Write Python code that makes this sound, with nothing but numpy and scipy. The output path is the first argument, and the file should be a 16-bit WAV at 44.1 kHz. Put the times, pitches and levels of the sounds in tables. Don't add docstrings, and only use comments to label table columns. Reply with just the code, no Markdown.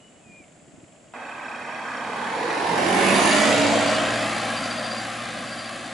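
import sys
import numpy as np
from scipy import signal
from scipy.fft import rfft, irfft
from scipy.io import wavfile
from scipy.ndimage import uniform_filter1d

SR = 44100
rng = np.random.default_rng(int(sys.argv[2]) if len(sys.argv) > 2 else 0)


def dump_mix(stems):
    frames = np.atleast_2d(stems).T
    limited = np.clip(frames, -1, 1)
    pcm = np.round(limited * 32767).astype(np.int16)
    wavfile.write(sys.argv[1], SR, pcm)


N = 261513

T = np.arange(N) / SR
HZ = np.fft.rfftfreq(2048, 1 / SR)
FRAME_S = np.arange(N // 512 + 3) * 512 / SR
EDGE_HZ = 11150
CUT_S = 1.135
ALONGSIDE_S = 3.19

# [f/Hz, coherence 0-1]
POINT_COHERENCE = [(140, 1), (400, 0.99), (900, 0.87), (2000, 0.87), (4500, 0.92), (10500, 0.81)]
# [f/Hz, coherence 0-1]
AROUND_COHERENCE = [(140, 0.87), (400, 0.65), (800, 0.67), (2000, 0.54), (10500, 0.63)]
# [L-R ahead/dB, L-R behind/dB, added lean/dB, lean centre t/s, lean width/s]
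CROSSING = [(0, -0.2, -6, 3.5, 0.66), (-2.5, 1.5, -2.5, 3.03, .42), (-1.9, 0.3, -1.7, 3.81, 0.74)]


def amp(db):
    return 10 ** (np.asarray(db) / 20)


def unit(x):
    return x / np.sqrt(np.mean(x ** 2) + 1e-20)


def read(points, hz=HZ):
    f, value = np.transpose(points)
    return np.interp(np.log(hz + 1), np.log(f + 1), value)


def bells(modes):
    return sum(db * np.exp(-2 * ((HZ - hz) / width_hz) ** 2) for hz, width_hz, db in modes)


def colour(x, gain):
    return irfft(rfft(x) * np.interp(np.fft.rfftfreq(N, 1 / SR), HZ, gain), N)


def wander(rate_hz):
    knots_s = np.arange(0, T[-1] + 1, 1 / (10 * rate_hz))
    draws = rng.standard_normal(len(knots_s))
    smooth = signal.fftconvolve(draws, signal.windows.hann(11), "same")
    return unit(np.interp(T, knots_s, smooth))


def place(db):
    return amp(np.array([db / 2, -db / 2]).reshape(2, -1))


def noise(gain, coherence):
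    a, b, c, d = rng.standard_normal((4, len(FRAME_S), len(HZ)))
    coherence = np.clip(coherence, 0, 1)
    left = a + 1j * b
    right = coherence * left + np.sqrt(1 - coherence ** 2) * (c + 1j * d)
    spectra = np.array([left, right]) * gain
    sound = signal.istft(spectra.transpose(0, 2, 1), nperseg=2048, noverlap=1536)[1]
    return unit(sound[:, :N])


def band(hz, width_hz, coherence):
    return noise(1 / (1 + (2 * (HZ - hz) / width_hz) ** 4), read(coherence))


def strokes(turns, decay, uneven_db):
    strength = amp(uneven_db * rng.standard_normal(1000))[turns.astype(int) % 1000]
    age = turns % 1 / decay
    return unit(strength * age * np.exp(-age))


def firing_rate():
    idle_hz, rev_hz, creep_hz_per_s = 30.19, 26.8, 1.364
    start_s, length_s = 1.581, 2.13
    revved = np.sin(np.pi / 2 * np.clip((T - start_s) / length_s, 0, 1)) ** 2
    return idle_hz + rev_hz * revved + creep_hz_per_s * np.maximum(T - start_s - length_s, 0)


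def passing(closest_s, top_db, reach_s, ahead_db, behind_db):
    doublings = np.log2(np.hypot(1, (T - closest_s) / reach_s))
    return top_db - np.where(T < closest_s, ahead_db, behind_db) * doublings


def crossing(ahead_db, behind_db, lean_db, lean_s, width_s, swing_s=.6):
    passed = (1 + np.tanh((T - ALONGSIDE_S) / swing_s)) / 2
    lean = lean_db * np.exp(-((T - lean_s) / width_s) ** 2)
    return place(ahead_db + (behind_db - ahead_db) * passed + lean)


def blend(times_s):
    return np.transpose([np.interp(FRAME_S, times_s, row) for row in np.eye(len(times_s))])


def ports(turn_s=.3):
    # [f/Hz, L-R/dB]
    ports_ahead = [(200, -0.5), (450, -2), (850, .4), (1800, 1.3), (2700, -1.2), (4000, -1.5), (8000, 3.5),
                   (10000, 3.5)]
    ports_behind = [(400, -0.5), (850, 2.2), (1250, 0.7), (1800, -1.3), (2700, -1), (4000, .5), (6000, 0.5),
                    (10000, -0.8)]
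    passed = (1 + np.tanh((FRAME_S[:, None] - ALONGSIDE_S) / turn_s)) / 2
    db = (1 - passed) * read(ports_ahead) + passed * read(ports_behind)
    return amp(np.array([db / 2, -db / 2]))


def air():
    # [f/Hz, level/dB per Hz]
    air_spectrum = [(25, -32), (70, -12.5), (170, 0.5), (330, -4), (450, -8.5), (650, -2), (900, -14),
                    (2800, -17.5), (4000, -24), (6000, -25), (7500, -11), (8800, -25), (9600, -24),
                    (11000, -35)]
    gain = amp(read(air_spectrum)) * (HZ < EDGE_HZ)
    return amp(-52.64) * noise(gain, read(AROUND_COHERENCE))


def truck():
    turns = np.cumsum(25 + .15 * wander(3.7)) / SR
    ticks = strokes(turns, decay=.07, uneven_db=1.2) * band(2600, 1600, AROUND_COHERENCE)
    knocks = strokes(turns, decay=0.29, uneven_db=2) * band(350, 530, AROUND_COHERENCE)
    return amp(-68.5) * ticks + amp(-62.0) * knocks


def bumps(rise_s=0.0065):
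    # [t/s, relative peak/dB]
    bump_times = [(0.196, -47), (0.259, -37), (0.289, -37), (0.314, -43), (0.398, -38), (0.621, -42),
                  (0.675, -37), (0.735, -37), (0.774, -37), (0.829, -34.5)]
    envelope = 0
    for start_s, db in bump_times:
        age = np.maximum(T - start_s, 0) / rise_s
        envelope = envelope + amp(db) * age * np.exp(1 - age)
    return amp(-9.5) * envelope * band(240, 240, AROUND_COHERENCE)


def bird(late=1.45):
    # [start t/s, length/s, held f/Hz, start offset/Hz, end offset/Hz, level/dB]
    whistle = [(-.035, 0.15, 2940, -300, 0, -58), (.13, .085, 2945, 0, 0, -67),
               (0.187, .285, 2425, 320, -400, -53.5)]
    slide_in, slide_out = 0.5, .28
    call = 0
    for start_s, length_s, held_hz, in_hz, out_hz, db in whistle:
        u = np.clip((T - start_s) / length_s, 0, 1)
        onto_hz = in_hz * np.maximum(1 - u / slide_in, 0) ** 2
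        off_hz = out_hz * np.maximum(1 - (1 - u) / slide_out, 0) ** 1.4
        hz = (held_hz + onto_hz + off_hz) * (1 + 0.0052 * wander(115))
        tone = np.sqrt(2) * np.sin(2 * np.pi * np.cumsum(hz) / SR)
        swell = np.sin(np.pi * u ** late)
        call = call + amp(db) * swell * tone
    trees = rng.standard_normal((2, SR // 2)) * amp(-60 * T[:SR // 2] / .5)
    echo = signal.fftconvolve(call[None], trees / np.linalg.norm(trees[0]), axes=1)[:, :N]
    return call * place(.6) + amp(-10) * echo


def squeak(turns):
    # [start t/s, length/s, level/dB]
    bout_times = [(2.8, 0.39, -46), (3.098, .45, -39.5), (3.82, 0.17, -37), (4.05, 0.48, -46.5),
                  (4.516, 0.55, -40), (5.047, 0.51, -55), (5.456, 0.27, -45), (5.7, .25, -53)]
    ring_hz, width_hz, fade_s = 4717, 220, 0.043
    rub = unit(.4 + strokes(turns / 4 + .64, decay=.18, uneven_db=.5))
    ring = band(ring_hz, width_hz, POINT_COHERENCE)
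    steady = unit(ring / np.sqrt(abs(signal.hilbert(ring)) + 0.43))
    bouts = 0
    for start_s, length_s, db in bout_times:
        edge_s = np.minimum(T - start_s, start_s + length_s - T)
        bouts = bouts + amp(db) * np.clip(edge_s / fade_s, 0, 1)
    return bouts * rub * steady


def tick(turns):
    peak_s, peak_db, rise_db_per_s, fall_db_per_s = 1.6, -43.5, 16, 20
    blows = strokes(turns + .3, decay=.12, uneven_db=1.5)
    bright_db = np.interp(T, [1.2, 2.4], [-23, -2])
    low_mode = band(2524, 237, POINT_COHERENCE)
    high_mode = band(5430, 300, POINT_COHERENCE)
    ring = low_mode + amp(bright_db) * high_mode
    level_db = peak_db - np.where(T < peak_s, rise_db_per_s, fall_db_per_s) * abs(T - peak_s)
    return amp(level_db) * blows * ring * crossing(*CROSSING[1])


def drone(turns, rough=0.19, radiate_hz=65):
    # [closest t/s, reference level/dB, time to drive closest distance/s, ahead and behind loss/dB per doubling]
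    tone_paths = [(3.72, -39, 0.37, 13.3, 4.84), (3.62, -35, 0.61, 19, 23), (3.17, -30.5, 0.26, 13.5, 6.2),
                  (3.02, -44.5, .3, 17, 26)]
    # [multiple of firing rate, level re path/dB]
    exhaust = [(1, -8), (2, -0.5), (3, -8), (4, 0.5), (6, -5.5), (9, -6), (12, -5), (13, -7.5)]
    boom = [(5, 5.5), (10.2, -7), (10.95, 5), (17, -34.5)]
    fan = [(3.77, 0.5), (7.54, -22), (11.31, -8)]
    intake = [(2, -1)]
    firing_hz, out = firing_rate(), 0
    for orders, path in zip((exhaust, boom, fan, intake), tone_paths):
        level_db = passing(*path)
        for order, db in orders:
            flutter = 1 + rough * np.sqrt(order / 4) * (wander(5) + 1j * wander(17))
            radiated = 1 / np.sqrt(1 + (radiate_hz / (order * firing_hz)) ** 8)
            tone = (flutter * np.exp(2j * np.pi * (order * turns + rng.random()))).real
            out = out + amp(level_db + db) * radiated * tone
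    return np.sqrt(2) * out * crossing(*CROSSING[0])


def roar(turns):
    # [closest t/s, level/dB, time to drive closest distance/s, ahead and behind loss/dB per doubling]
    noise_paths = [(3.07, -24.5, 0.27, 9, 5.72), (3.29, -19, .66, 10.5, 8.65),
                   (3.34, -26, 0.41, 11.5, 6.23)]
    # [f/Hz, level/dB per Hz]
    ahead = [(40, -49), (90, -19), (150, -28), (235, 3), (370, -11), (480, -5), (820, 1), (1250, -0.5),
             (1650, -4), (2650, -7.5), (2900, -14.5), (4900, -22.5), (7500, -23), (11000, -32.5)]
    nearing = [(40, -50), (85, -29), (130, -12), (240, -3.5), (460, 0.5), (570, -7), (890, 1),
               (1300, -13.5), (1640, -8.5), (2900, -18), (3800, -17), (5200, -23), (8800, -31.5),
               (11000, -30)]
    beside = [(40, -42), (130, -19), (200, -1.5), (325, 0.5), (440, -9.5), (655, -0.5), (760, -2.5),
              (1000, -3), (1400, -8.5), (1900, -5.5), (4300, -19), (5600, -22.5), (7300, -20),
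              (8700, -25.5), (11000, -18)]
    leaving = [(40, -32), (90, -16), (160, -9), (260, -3.5), (400, -4.5), (610, 3.5), (880, -7), (1800, -7),
               (3000, -10.5), (4800, -17), (5500, -21.5), (7500, -19), (8800, -27.5), (11000, -29)]
    behind = [(40, -37), (90, -25), (140, -16), (240, -2), (320, -8.5), (400, -25), (530, 2), (720, 1.5),
              (1250, -1), (2500, -6.5), (4300, -13), (5500, -19), (7600, -19), (8800, -22), (11000, -21.5)]
    facing_s = [1.95, 2.65, 3.15, 3.7, 4.55]
    # [f/Hz, width/Hz, level/dB]
    front_modes = [(1383, 49, -23), (1590, 107, 7.5), (2190, 110, -8), (2480, 160, 0), (2770, 160, -13),
                   (3205, 130, 9.5), (3800, 150, 5), (4500, 190, 6), (5360, 160, 2)]
    rear_modes = [(922, 112, -14), (1430, 70, -3.5), (1626, 84, 4), (2820, 41, -11)]
    # [f/Hz, coherence 0-1]
    coherence_ahead = [(140, .99), (400, 0.98), (800, 0.94), (1200, 0.8), (1800, 0.84), (2700, 0.9),
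                       (3800, 0.4), (8000, .5), (10000, 0.9)]
    coherence_beside = [(70, 0.68), (200, .97), (600, 0.72), (850, .32), (1250, 0.36), (2200, 0.54),
                        (4000, 0.5), (8000, .42), (10000, 0.85)]
    coherence_behind = [(70, 0.35), (130, 1), (380, 0.92), (550, 0.99), (850, 0.85), (1250, 0.87),
                        (4000, .92), (8000, .76), (10000, .86)]
    coherence_s = [2.03, 2.87, 4.2]
    # [f/Hz, depth 0-1]
    knock_ahead = [(200, 0), (900, 0.05), (2500, 0.31), (5400, 0), (7000, 0.18)]
    knock_behind = [(200, 0.39), (1500, 0.058), (4500, 0.15), (7300, 0.17), (10500, 0.33)]
    close_s = 0.8

    sides_db = np.array([read(ahead) + bells(front_modes), read(nearing), read(beside),
                         read(leaving), read(behind) + bells(rear_modes)])
    coherences = np.array([read(coherence_ahead), read(coherence_beside), read(coherence_behind)])
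    coherence = blend(coherence_s) @ coherences
    near = np.exp(-((FRAME_S[:, None] - ALONGSIDE_S) / close_s) ** 2)
    patches = rng.standard_normal((len(FRAME_S), len(HZ)))
    patches = uniform_filter1d(patches, size=14, axis=0)
    patches = unit(uniform_filter1d(patches, size=5, axis=1))
    field = amp(blend(facing_s) @ sides_db + (1.66 + 0.83 * near) * patches)

    zone = np.digitize(HZ, [450, 3000])
    sound, microphones = 0, ports()
    for k, (path, swing) in enumerate(zip(noise_paths, CROSSING)):
        part = field * (zone == k) * (HZ < EDGE_HZ)
        even = part / np.linalg.norm(part, axis=1, keepdims=True)
        layer = noise(microphones * even, coherence)
        sound = sound + amp(passing(*path)) * crossing(*swing) * layer

    knock = strokes(turns, decay=.16, uneven_db=2)
    passed = np.interp(T, [2.3, 3.2], [0, 1])
    out = 0
    for depths, weight in (knock_ahead, 1 - passed), (knock_behind, passed):
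        depth = np.clip(read(depths), 0, 1)
        rms = np.sqrt(1 - 2 * depth * (1 - depth) * (1 - knock.mean()))
        smooth = colour(sound, (1 - depth) / rms)
        chopped = knock * colour(sound, depth / rms)
        out = out + weight * (smooth + chopped)
    return out


def scene():
    turns = np.cumsum(firing_rate() * (1 + 0.0023 * wander(5.1))) / SR
    cut = np.clip((T - CUT_S) / .004, 0, 1)
    quiet_road = truck() + bumps() + bird()
    van = squeak(turns) + tick(turns) + drone(turns) + roar(turns)
    return air() + (1 - cut) * quiet_road + cut * van


def record(dry):
    lowpass = signal.firwin(1023, EDGE_HZ, window=("kaiser", 9), fs=SR)
    return signal.oaconvolve(dry, lowpass[None], "same")


dry = scene()
out = record(dry)
dump_mix(out)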